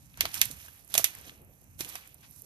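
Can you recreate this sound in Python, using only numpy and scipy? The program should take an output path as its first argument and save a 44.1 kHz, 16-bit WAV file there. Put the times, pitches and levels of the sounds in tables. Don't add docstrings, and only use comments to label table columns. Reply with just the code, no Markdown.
import sys
import numpy as np
from scipy import signal
from scipy.fft import rfft, irfft
from scipy.io import wavfile
from scipy.ndimage import uniform_filter1d

SR = 44100
rng = np.random.default_rng(int(sys.argv[2]) if len(sys.argv) > 2 else 0)


def to_wav(s):
    ch = np.atleast_2d(s).T
    pcm = np.round(np.clip(ch, -1, 1) * 32767)
    wavfile.write(sys.argv[1], SR, pcm.astype(np.int16))


def rack_gain(trim_db):
    fader = np.asarray(trim_db, float)
    return 10 ** (fader / 20)


N = 108045


def rms_one(x):
    return x / np.sqrt(np.mean(x ** 2) + 1e-20)


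def in_time(rows):
    seconds, *columns = np.transpose(rows)
    return [np.interp(np.arange(N) / SR, seconds, column) for column in columns]


def at_hz(points, hz):
    point_hz, value = np.array(points).T
    return np.interp(np.log(hz + 1), np.log(point_hz), value)


def colour(x, points):
    gain = rack_gain(at_hz(points, np.fft.rfftfreq(N, 1 / SR)))
    return rms_one(irfft(rfft(x) * gain, N))


def band(x, low_hz, high_hz):
    return signal.sosfilt(signal.butter(2, [low_hz, high_hz], "band", fs=SR, output="sos"), x)


def drift(rate_hz):
    r = np.exp(-2 * np.pi * rate_hz / SR)
    noise = rng.standard_normal(N + SR)
    return rms_one(signal.lfilter([1], [1, -2 * r, r * r], noise)[SR:])


def ring(clicks, hz, t60):
    r, w = rack_gain(-60 / (t60 * SR)), 2 * np.pi * hz / SR
    return signal.lfilter([0, np.sin(w)], [1, -2 * r * np.cos(w), r * r], clicks + 1e-18)


def grains(per_second, spread_db, size):
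    born = rng.random(size) < per_second / SR
    height = rack_gain(spread_db * np.minimum(rng.exponential(1, size), 4))
    return born * height * rng.choice([-1, 1], size)


def rumble_and_mud():
    # time in seconds, rumble level in dB, mud level relative to the rumble in dB.
    rumble_path = [(0, -55.5, -25), (.16, -55.5, -22), (.24, -45, -6), (.36, -58.5, -17), (.43, -47, -12),
                   (.5, -54.5, -12), (.78, -63, -12), (.9, -61.5, -7), (.98, -48.5, -10.5),
                   (1.07, -59, -10.5), (1.3, -54, -8), (1.55, -60.5, -6.5), (1.77, -56.5, -23),
                   (1.81, -50.5, -7.5), (1.9, -59.5, -5.5), (2.15, -63, -7.5), (2.31, -53, -22),
                   (2.45, -60.5, -8)]
    # frequency in Hz, rumble strength in dB per Hz.
    rumble_spectrum = [(15, -32.5), (25, -21), (59, -3.5), (89, -2), (136, -5.5), (300, -17.5), (390, -41),
                       (660, -120)]
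    lumps_db = 2.8
    rumble_db, mud_db = in_time(rumble_path)
    rumble = colour(rng.standard_normal(N), rumble_spectrum)
    mud = rms_one(band(rng.standard_normal(N), 170, 634))
    rumble_level = rack_gain(rumble_db + lumps_db * drift(12))
    mud_level = rack_gain(rumble_db + mud_db + lumps_db * drift(25))
    return rumble_level * rumble + mud_level * mud


def far_leaves():
    # frequency in Hz, hiss strength in dB per Hz.
    leaf_spectrum = [(180, -30), (320, -10.5), (800, -5.5), (1500, -8), (2600, -2.5), (3400, -17.5),
                     (4900, -25), (6100, -13), (11700, -10.5), (14400, -11)][1:9]
    level_db, patch_db = -66.5, 2.2
    edges = np.geomspace(250, 16000, 7)
    hiss = np.zeros(N)
    for low_hz, high_hz in zip(edges, edges[1:]):
        hiss += rack_gain(patch_db * drift(5)) * band(rng.standard_normal(N), low_hz, high_hz)
    return rack_gain(level_db) * colour(hiss, leaf_spectrum)


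def insect():
    # time in seconds, pitch in Hz, level in dB.
    whistle_path = [(1.37, 12300, -90), (1.4, 13050, -72), (1.425, 13550, -67), (1.46, 12600, -72),
                    (1.5, 13450, -69), (1.55, 12400, -72), (1.6, 11800, -78), (1.67, 11000, -76),
                    (1.72, 12300, -80)]
    hz, db = (uniform_filter1d(curve, size=500) for curve in in_time(whistle_path))
    return rack_gain(db + 2.5 * drift(40)) * np.sin(2 * np.pi * np.cumsum(hz) / SR)


def litter():
    # time in seconds, foot pressure as a level in dB, boost of the coarse bark below 5 kHz in dB.
    foot_pressure = [(0, -66, -7.5), (.13, -71, -5), (.19, -64.5, 11), (.33, -52.5, -1), (.345, -45.5, 1),
                     (.5, -54.5, -1), (.7, -59.5, -1), (.87, -67.5, -4.5), (.95, -50.5, 5.5),
                     (1.25, -63, 4.5), (1.3, -60, 0.5), (1.45, -81.5, 2), (1.775, -69.5, -28),
                     (1.795, -50.5, 0), (1.95, -55.5, 4), (2.2, -74, -1.5), (2.245, -64.5, 9.5),
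                     (2.3, -61.5, -18)]
    # frequency in Hz, litter strength in dB per Hz.
    litter_spectrum = [(180, -31), (300, -1), (472, -37), (537, -8.5), (1930, -2), (2460, 0.5),
                       (7660, -2.5), (11900, 0), (14400, -6)]
    grains_per_s, grain_spread_db, hiss_share = 1200, 3, 1.3
    level_db, flicker_db, patch_db = 8, 1.8, 1.5
    tread_db, coarse_db = in_time(foot_pressure)

    bits = rms_one(grains(grains_per_s * rack_gain(4.4 * drift(25)), grain_spread_db, size=N))
    dealt = rng.integers(0, 8, N)
    edges = np.geomspace(300, 16000, 9)
    crackle = np.zeros(N)
    for k in range(8):
        rough = bits * (dealt == k) * np.sqrt(8) + hiss_share * rng.standard_normal(N)
        crackle += rack_gain(patch_db * drift(16)) * band(rough, edges[k], edges[k + 1])
    crackle = colour(crackle, litter_spectrum)

    coarse = signal.sosfiltfilt(signal.butter(2, 5000, fs=SR, output="sos"), crackle)
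    pressure = rack_gain(tread_db + level_db + flicker_db * drift(30))
    return pressure * (crackle + coarse * (rack_gain(coarse_db) - 1))


def ticks():
    # start in seconds, peak level in dB, centre of the click's range in Hz.
    fibre_ticks = [(0.142, -45.5, 2350), (0.2384, -55, 4710), (0.3353, -49, 11200), (0.3624, -39, 6900),
                   (0.3772, -28.5, 5880), (0.4544, -23.5, 11500), (0.614, -48, 6540), (0.6264, -49.5, 3360),
                   (0.6617, -42.5, 12100), (0.8468, -46.5, 11500), (0.8776, -42.5, 11900),
                   (0.9218, -47, 11400), (1.1508, -36.5, 11100), (1.1867, -42, 12000), (1.212, -44, 11200),
                   (1.294, -38.5, 2220), (1.3054, -51, 3850), (1.4172, -51.5, 13700),
                   (1.4476, -49.5, 12020), (1.5529, -56, 11980), (1.6146, -49, 11800),
                   (1.6416, -52.5, 12000), (1.8896, -34, 12000), (2.0748, -42, 12860),
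                   (2.1437, -39.5, 11200), (2.2895, -55, 11260), (2.3106, -44, 12300),
                   (2.3614, -44.5, 11600), (2.396, -44, 11800), (2.4198, -38, 13300)]
    level_db, fall_s = 7, .0014
    span = 1.5
    out, t = np.zeros(N + SR), np.arange(600) / SR
    burst = np.minimum(t / .0005, 1) * np.exp(-t / fall_s)
    for start_s, db, hz in fibre_ticks:
        fibres = burst * rng.standard_normal(len(t))
        click = band(fibres, hz / span ** 2, 17000)
        click = band(click, hz / span, min(hz * span, 16000))
        i = int(start_s * SR)
        out[i:i + len(t)] += rack_gain(db + level_db) * click / np.abs(click).max()
    return out[:N]


def knocks():
    # start in seconds, peak level in dB, lowest pitch in Hz.
    stick_knocks = [
        (0.206, -29.5, 1120),
        (0.251, -30.5, 715),
        (0.503, -37.5, 273),
        (0.684, -38.5, 1630),
        (0.952, -29.5, 658),
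        (0.981, -23, 692),
        (0.996, -24.5, 675),
        (1.806, -29, 343),
        (1.952, -38, 740),
    ]
    level_db, t60_s = -3, .03
    overtone, overtone_db = 1.72, -4
    out = np.zeros(N)
    for start_s, db, hz in stick_knocks:
        click = np.zeros(N)
        click[int(start_s * SR)] = rack_gain(db + level_db)
        out += ring(click, hz, t60_s)
        out += rack_gain(overtone_db) * ring(click, overtone * hz, t60_s / overtone)
    return out


def snaps():
    # start in seconds, peak level in dB, middle range (1.9-4.6 kHz) in dB, low range in dB.
    twig_snaps = [(0.173, -32.5, -11, -4), (0.207, -6.5, 3, -17.5), (0.2533, -20, 7, 0.5),
                  (0.3416, -12.5, -8.5, -45), (0.414, 0, 0.5, -27.5), (0.5117, -21, -10, -28),
                  (0.9399, -7.5, -5, -21), (0.951, -11, 0.5, -12.5), (0.9771, -1.5, -4.5, -25.5),
                  (1.042, 0.5, -8.5, -28), (1.28, -38, 0, -38), (1.7908, -31.5, -9, -32),
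                  (1.8067, -15, -4, -17.5), (1.8167, -47.5, -5, -24.5), (1.8462, -28, 2, -35),
                  (1.9539, -24, -2.5, -7)]
    # time to die by 60 dB in seconds, starting level in dB.
    trunk_echoes = [
        (.055, -22),
        (.2, -33),
    ]
    level_db, rise_s, fall_s, splinters_per_s = -2.5, .0007, .0011, 20000
    own_share = 1.5
    out, t = np.zeros((2, N + SR)), np.arange(SR // 4) / SR
    burst = (1 - np.exp(-t / rise_s)) ** 2 * np.exp(-t / fall_s)
    tail = sum(rack_gain(db - 60 * t / t60) for t60, db in trunk_echoes)
    tail = tail * np.minimum(t / .002, 1)
    for start_s, db, middle_db, low_db in twig_snaps:
        i = int(start_s * SR)
        for low_hz, high_hz, range_db in ((500, 1900, low_db), (1900, 4600, middle_db), (4600, 15500, 0)):
            fibres = burst * grains(splinters_per_s, 2.2, size=len(t))
            shared, *own = rng.standard_normal((3, len(t)))
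            scatter = tail * (shared + own_share * np.array(own))
            sound = fibres / np.abs(fibres).max() + scatter
            sound = band(band(sound, low_hz, high_hz), .8 * low_hz, 16000)
            out[:, i:i + len(t)] += rack_gain(db + level_db + range_db) * sound / np.abs(sound).max()
    return out[:, :N]


def scene():
    # frequency in Hz, share of the sound common to both ports (0 to 1).
    port_likeness = [(30, .7), (100, .8), (1000, .6), (4000, .6), (12000, .4)]
    # frequency in Hz, left port relative to the right in dB.
    left_port_tone = [(60, -2), (200, -1.5), (700, 1.5), (2400, 1), (4400, -9), (6000, -15), (9500, -16),
                      (15000, -22)]
    left_lag_s, notch_hz, notch_width_hz, notch_db = .00023, 7900, 850, -26
    hz = np.fft.rfftfreq(N, 1 / SR)
    alike = at_hz(port_likeness, hz)
    common = rfft(litter() + rumble_and_mud() + far_leaves())
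    other = rfft(litter() + rumble_and_mud() + far_leaves())
    wide = np.array([alike * common + np.sqrt(1 - alike ** 2) * other, common])
    left, right = wide + rfft(snaps() + ticks() + knocks() + insect())

    shadow_db = at_hz(left_port_tone, hz)
    shadow_db = shadow_db + notch_db * np.exp(-((hz - notch_hz) / notch_width_hz) ** 2)
    delay = np.exp(-2j * np.pi * hz * left_lag_s)
    return np.array([irfft(left * rack_gain(shadow_db) * delay, N), irfft(right, N)])


def low_pass(x):
    return signal.sosfilt(signal.butter(12, 15760, fs=SR, output="sos"), x)


def record(dry):
    # resonance in Hz, width in Hz, boost in dB.
    port_peaks = [
        (6060, 540, 5),
        (9660, 200, 3.5),
        (12000, 1600, 7.5),
    ]
    headroom = 1.3
    hz = np.fft.rfftfreq(N, 1 / SR)
    ports_db = sum(db * np.exp(-((hz - peak_hz) / width_hz) ** 2) for peak_hz, width_hz, db in port_peaks)
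    resonant = irfft(rfft(dry) * rack_gain(ports_db), N)
    rounded = headroom * np.tanh(resonant / headroom)
    top_cut = signal.ellip(8, 1, 30, 14650, fs=SR, output="sos")
    mix = signal.sosfilt(top_cut, rounded)
    return low_pass(mix)


dry = scene()
out = record(dry)
to_wav(out)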